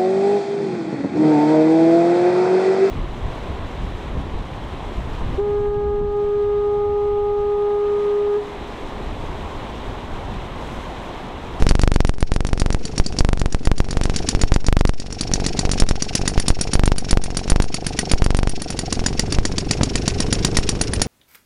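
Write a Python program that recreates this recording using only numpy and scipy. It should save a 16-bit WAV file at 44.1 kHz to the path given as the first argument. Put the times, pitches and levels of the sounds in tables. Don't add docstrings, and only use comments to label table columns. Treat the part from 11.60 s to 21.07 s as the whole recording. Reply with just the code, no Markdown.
import sys
import numpy as np
from scipy import signal
from scipy.fft import rfft, irfft, next_fast_len
from scipy.io import wavfile

SR = 44100
rng = np.random.default_rng(int(sys.argv[2]) if len(sys.argv) > 2 else 0)


def file_out(sig):
    cols = np.atleast_2d(sig).T
    lim = np.clip(cols, -1, 1)
    pcm = np.round(lim * 32767).astype(np.int16)
    wavfile.write(sys.argv[1], SR, pcm)


N = 417627
TIME_S = np.arange(N) / SR

# time in seconds, speed in turns per second.
CRANK_SPEED = [(0.0, 22.64), (0.25, 24.72), (0.41, 22.3), (1.66, 24.37), (1.79, 23.25), (3.11, 24.03),
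               (3.94, 23.46), (4.06, 24.56), (4.3, 22.01), (4.78, 24.98), (4.93, 22.66), (5.07, 24.74),
               (5.79, 22.57), (5.98, 24.89), (6.64, 23.57), (6.99, 24.14), (7.33, 21.64), (7.65, 23.32),
               (8.03, 23.11), (8.15, 24.58), (8.66, 24.08), (8.78, 24.84), (9.47, 24.37)]
EARLY_FIRINGS_S = [.09, 1.47, 1.67, 3.27, 3.61, 4.2, 4.29, 4.88, 7.1, 7.19, 9.42]
# time in seconds, crack gain in dB, bark and sizzle offsets in dB.
EXHAUST_GAINS = [(0, -13, -2, -8), (.55, -32, 1, 1), (1.4, -21.5, -7, -14.5), (2, -27.5, -2.5, -7.5),
                 (2.7, -17, -2.5, -7), (3.4, -23.5, -6.5, -14), (3.8, -18, -8, -12), (4.7, -17, -1.5, -1.5),
                 (5.6, -21, -1, 1), (6.4, -20, 0.5, -1), (7, -27.5, -1, 3), (7.45, -16, -3, -10),
                 (8.3, -23, 0, -8), (9.47, -19, 0, 1.5)]
# time in seconds, crack level in dB re its neighbours.
FIRING_ACCENTS = [(1, 7), (1.59, 6), (1.67, -31), (2.56, 3), (3.19, -2.5), (3.53, -7.5), (3.74, 3.5),
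                  (4.55, 4), (4.8, -5), (4.88, 4), (5.51, 2.5), (5.64, -2), (6.39, -0.5), (7.6, -1),
                  (7.72, -6), (8.11, 4.5), (8.48, 3), (8.85, 3.5), (8.97, 4), (9.33, -11.5)]
# frequency in Hz, width in Hz, gain in dB.
SILENCER_MODES = [(246, 220, -5.5), (460, 61, 6.5), (730, 94, 15.5)]
# frequency in Hz, width in Hz, gain in dB.
METAL_MODES = [(1887, 47, -0.5), (4490, 59, 0), (4730, 160, 0.5), (5670, 94, 2.5), (6990, 58, 4),
               (9164, 59, 7)]
# time in seconds, then intake, rumble and puff gains in dB.
WALK_GAINS = [(0, -33, -26, -19), (.6, -40.5, -38.5, -24), (1.2, -37.5, -29.5, -18), (2, -39.5, -32.5, -22),
              (2.6, -29, -26, -13), (3.3, -38.5, -39.5, -26), (3.8, -28.5, -31, -13),
              (5.5, -28.5, -31.5, -13.5), (7.1, -32, -31, -13), (7.7, -35, -30.5, -19),
              (8.9, -31, -27.5, -23), (9.47, -36, -29, -22)]
# frequency in Hz, relative density in dB.
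INTAKE_SPECTRUM = [(1220, -16), (1500, 1.5), (1720, -4), (2000, -1), (2650, 5.5), (3100, -0.5), (5000, 2.5),
                   (5500, 11), (5900, -1), (6600, 0.5), (8000, -13.5), (11000, -14.5)]
# start in seconds, spark count, first strength re full scale before overload.
SPARK_BURSTS = [(0.024, 2, 1.63), (0.111, 3, 1.63), (0.2356, 7, 1.26), (0.6277, 1, 0.83), (0.719, 4, 0.63),
                (0.9315, 1, 0.68), (1.0188, 4, 0.73), (1.3996, 1, 1.14), (1.6073, 4, 1.22),
                (1.8165, 2, 0.62), (1.947, 1, 0.67), (2.0732, 2, 1.22), (2.2032, 1, 0.88),
                (2.3709, 4, 0.63), (2.7499, 1, 0.61), (2.8365, 1, 1.25), (2.9203, 2, 1.2),
                (3.0853, 6, 1.27), (3.7157, 3, 0.37), (4.0524, 3, 0.55), (4.2223, 1, 2.26),
                (4.311, 1, 0.75), (4.6149, 2, 0.33), (4.7781, 1, 1.12), (4.9038, 1, 1.24),
                (5.1542, 5, 0.85), (5.5299, 2, 1.46), (5.879, 1, 0.27), (5.9198, 2, 1.6), (6.0012, 1, 0.91),
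                (6.5364, 1, 1.22), (6.621, 7, 1.1), (7.3933, 1, 0.33), (7.7865, 1, 0.75), (8.9877, 1, 0.59)]
# frequency in Hz, relative density in dB.
RUMBLE_SPECTRUM = [(50, 4), (150, 0.5), (310, -4), (435, -8), (530, -12.5), (1200, -24.5), (3000, -32),
                   (11000, -41.5)]
# frequency in Hz, width in Hz, gain in dB.
FIN_MODES = [(4450, 16, 8)]
# time in seconds, gain in dB.
COWL_GAINS = [(0, -40), (6.9, -49), (8.2, -40.5), (9.47, -35.5)]
# time in seconds, gain in dB.
WIND_GAINS = [(0, -37), (7.2, -36.5), (7.7, -24.5), (8.3, -30.5), (9.47, -27)]


def exhaust_cracks(times_s, level_db, bark_db, sizzle_db, rise_s=0.0009, fall_s=0.0023, tail_s=0.015):
    def blowdown(t_s):
        age_s = np.maximum(t_s + 0.0007, 0)
        attack = 1 - np.exp(-(age_s / rise_s) ** 2)
        scatter = from_db(-18) * np.exp(-age_s / tail_s)
        return attack * (np.exp(-age_s / fall_s) + scatter)

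    bark = repeat(times_s - 0.0012, from_db(level_db + bark_db + 10), blowdown) * band_noise(440, 4120)
    crack = repeat(times_s, from_db(level_db + 11.5), blowdown) * band_noise(4100, 7430)
    sizzle = repeat(times_s, from_db(level_db + sizzle_db + 10), blowdown) * band_noise(8860, 10440)
    jet = bark + crack + sizzle
    return jet + metal_ring(jet, times_s)


def metal_ring(jet, times_s, detune=0.012, spread_db=3.0):
    out, size = np.zeros(N), SR // 12
    for at_s, draws in zip(times_s, rng.standard_normal((len(times_s), len(METAL_MODES), 2))):
        modes = [(hz * (1 + detune * pitch_draw), width_hz, db + spread_db * gain_draw)
                 for (hz, width_hz, db), (pitch_draw, gain_draw) in zip(METAL_MODES, draws)]
        start = round(at_s * SR) - SR // 500
        out[start:start + size] += resonate(jet[start:start + size], modes)
    return out


def exhaust_thumps(times_s, crack_db, follow=0.57, width_s=0.00056):
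    return repeat(times_s, from_db(follow * crack_db),
                  lambda t_s: 0.96 * bump(t_s - 0.0019, width_s) - bump(t_s + 0.00046, width_s))


def crank_motion(start_turns=0.918):
    turns = start_turns + np.cumsum(curves(CRANK_SPEED)[0]) / SR
    return turns, np.interp(np.arange(1, int(turns[-1]) + 1), turns, TIME_S)


def firing_mask(openings_s, turns_per_firing=3):
    fired = np.zeros(len(openings_s), bool)
    for at_s in EARLY_FIRINGS_S:
        first = nearest(openings_s, at_s)
        fired[first:] = np.arange(len(openings_s) - first) % turns_per_firing == 0
    return fired


def firing_levels_db(times_s, spread_db=0.9, steadying=0.56):
    crack_db, bark_db, sizzle_db = [np.interp(times_s, TIME_S, c) for c in curves(EXHAUST_GAINS)]
    swing_db = spread_db * rng.standard_normal(len(times_s))
    for at_s, accent_db in FIRING_ACCENTS:
        swing_db[nearest(times_s, at_s)] = accent_db
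    return crack_db + swing_db, bark_db - steadying * swing_db, sizzle_db - steadying * swing_db


def port_puffs(times_s, level_db, width_s=0.00059, muffle_hz=1050, lead_s=0.00068):
    puff_db = np.interp(times_s, TIME_S, level_db) + rng.standard_normal(len(times_s))
    dips = repeat(times_s - lead_s, -from_db(puff_db), lambda t_s: np.exp(-abs(t_s) / width_s))
    return butterworth(dips, 6, muffle_hz)


def silencer_putter(openings_s, level_db, lag_s=0.0024, width_s=0.0052):
    gains = from_db(np.interp(openings_s, TIME_S, level_db) - 21)
    return repeat(openings_s + lag_s, gains, lambda t_s: bump(t_s, width_s)) * band_noise(660, 830)


def crankcase_note(turns, level_db, start_hz=230, rise_hz=520, peak_turns=0.32, width_turns=0.074):
    position = turns % 1
    phase_rad = 2 * np.pi * np.cumsum(start_hz + rise_hz * position) / SR
    return from_db(level_db + 3) * bump(position - peak_turns, width_turns) * np.sin(phase_rad)


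def intake_hiss(turns, level_db, peak_turns=0.61, width_turns=0.13, leak_db=-20, spread_db=2.5):
    gate = bump(turns % 1 - peak_turns, width_turns) + from_db(leak_db)
    breath_db = spread_db * rng.standard_normal(int(turns[-1]) + 1)[turns.astype(int)]
    rasp_db = 3 * band_noise(66, 680)
    return from_db(level_db + 1.5 + breath_db + rasp_db) * gate * coloured_noise(INTAKE_SPECTRUM)


def sparks(openings_s, follow=0.8, ceiling=0.71, spread_db=1.1, near_s=0.015):
    due_s = (openings_s[1:] + openings_s[:-1]) / 2
    scatter = from_db(spread_db * rng.standard_normal(len(due_s)))
    faint = 0.26 * rng.random(len(due_s)) ** 2
    strong = []
    for start_s, count, strength in SPARK_BURSTS:
        first = nearest(due_s, start_s)
        strong.append((start_s, strength))
        for k in range(first + 1, first + round(count)):
            strong.append((start_s + due_s[k] - due_s[first], min(follow * strength, ceiling) * scatter[k]))
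    gap_s = abs(due_s[:, None] - np.array(strong)[:, 0]).min(axis=1)
    weak = np.c_[due_s, faint + 0.38 * np.exp(-gap_s / near_s)]
    return [*strong, *weak[gap_s > np.diff(due_s).mean() / 2]]


def ignition_ticks(pickup, overload=0.75, recover_s=0.019, coupling_hz=3.3):
    out, age_s = np.zeros(N), TIME_S[:SR // 10]
    for at_s, strength in pickup:
        hold_s = 0.01 * max(strength - overload, 0)
        leak = min(strength, overload) * np.exp((hold_s - age_s) / recover_s)
        step = np.where(age_s < hold_s, 1.0, leak)
        start = round(at_s * SR)
        out[start:start + len(step)] += step[:N - start]
    return butterworth(out, 1, coupling_hz, "high")


def gain_control(ticks, threshold=0.067, db_per_unit=170, release_s=0.24):
    pole = np.exp(-1 / (release_s * SR))
    excess = signal.lfilter([1 - pole], [1, -pole], np.maximum(ticks - threshold, 0) + 1e-18)
    return from_db(-db_per_unit * excess)


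def gear_rumble(turns, level_db, throb_depth=0.69):
    throb = 1 + throb_depth * np.cos(2 * np.pi * turns)
    return from_db(level_db + 4) * coloured_noise(RUMBLE_SPECTRUM) * throb


def piston_slap(times_s, level_db):
    knocks = np.zeros(N)
    knocks[(times_s * SR).astype(int)] = rng.random(len(times_s))
    return resonate(knocks * from_db(level_db + 18), FIN_MODES)


def cowl_drone():
    return from_db(curves(COWL_GAINS)[0]) * band_noise(385, 465)


def wind(pop_s=8.2122, pop_half_width_s=0.00135):
    pulse = from_db(-3) * (abs(TIME_S - pop_s) < pop_half_width_s)
    pop = butterworth(pulse, 2, [10, 2700], "band")
    return from_db(curves(WIND_GAINS)[0]) * band_noise(6.5, 120) + pop


def from_db(db):
    return 10 ** (np.asarray(db) / 20)


def curves(rows):
    times_s, *columns = np.transpose(rows)
    return [np.interp(TIME_S, times_s, column) for column in columns]


def nearest(times_s, at_s):
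    return np.argmin(abs(times_s - at_s))


def bump(offset, width):
    return np.exp(-0.5 * (offset / width) ** 2)


def repeat(times_s, gains, shape):
    clicks, half = np.zeros(N), SR // 10
    inside = (times_s >= 0) & (times_s < TIME_S[-1])
    clicks[(times_s[inside] * SR).astype(int)] = gains[inside]
    return signal.fftconvolve(clicks, shape(np.arange(-half, half + 1) / SR), "same")


def butterworth(x, order, edges_hz, kind="low"):
    return signal.sosfilt(signal.butter(order, edges_hz, kind, fs=SR, output="sos"), x)


def band_noise(low_hz, high_hz):
    x = butterworth(rng.standard_normal(N), 2, [low_hz, high_hz], "band")
    return x / x.std()


def coloured_noise(spectrum):
    hz, db = np.transpose(spectrum)
    size = next_fast_len(N)
    bins_hz = np.maximum(np.fft.rfftfreq(size, 1 / SR), 1)
    gains = from_db(np.interp(np.log(bins_hz), np.log(hz), db))
    x = irfft(rfft(rng.standard_normal(size)) * gains, size)[:N]
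    return x / x.std()


def resonate(x, modes):
    out = 0
    for hz, width_hz, db in modes:
        radius = np.exp(-np.pi * width_hz / SR)
        scale = (1 - radius ** 2) / 2
        feedback = [1, -2 * radius * np.cos(2 * np.pi * hz / SR), radius ** 2]
        out = out + from_db(db) * signal.lfilter([scale, 0, -scale], feedback, x + 1e-18)
    return out


def scene():
    intake_db, rumble_db, puff_db = curves(WALK_GAINS)
    turns, openings_s = crank_motion()
    fired = firing_mask(openings_s)
    firings_s = openings_s[fired]
    crack_db, bark_db, sizzle_db = firing_levels_db(firings_s)
    puffs = port_puffs(openings_s[~fired], puff_db)
    thumps = exhaust_thumps(firings_s, crack_db)
    firing = thumps + 0.5 * resonate(thumps, SILENCER_MODES)
    firing += exhaust_cracks(firings_s, crack_db, bark_db, sizzle_db)
    pumping = puffs + resonate(puffs, SILENCER_MODES) + silencer_putter(openings_s, puff_db)
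    pumping += crankcase_note(turns, rumble_db) + intake_hiss(turns, intake_db)
    gear = gear_rumble(turns, rumble_db) + piston_slap(openings_s, puff_db) + cowl_drone()
    ticks = ignition_ticks(sparks(openings_s))
    return (ticks + gain_control(ticks) * (firing + pumping + gear + wind()))[None]


def record(dry, microphone_hz=10700, rail=0.72, soften_hz=13000, stopband_hz=16900):
    x = butterworth(dry, 12, microphone_hz)
    x = x / (1 + (x / rail) ** 12) ** (1 / 12)
    x = butterworth(x, 1, soften_hz)
    return signal.sosfilt(signal.cheby2(12, 70, stopband_hz, fs=SR, output="sos"), x)


dry = scene()
out = record(dry)
file_out(out)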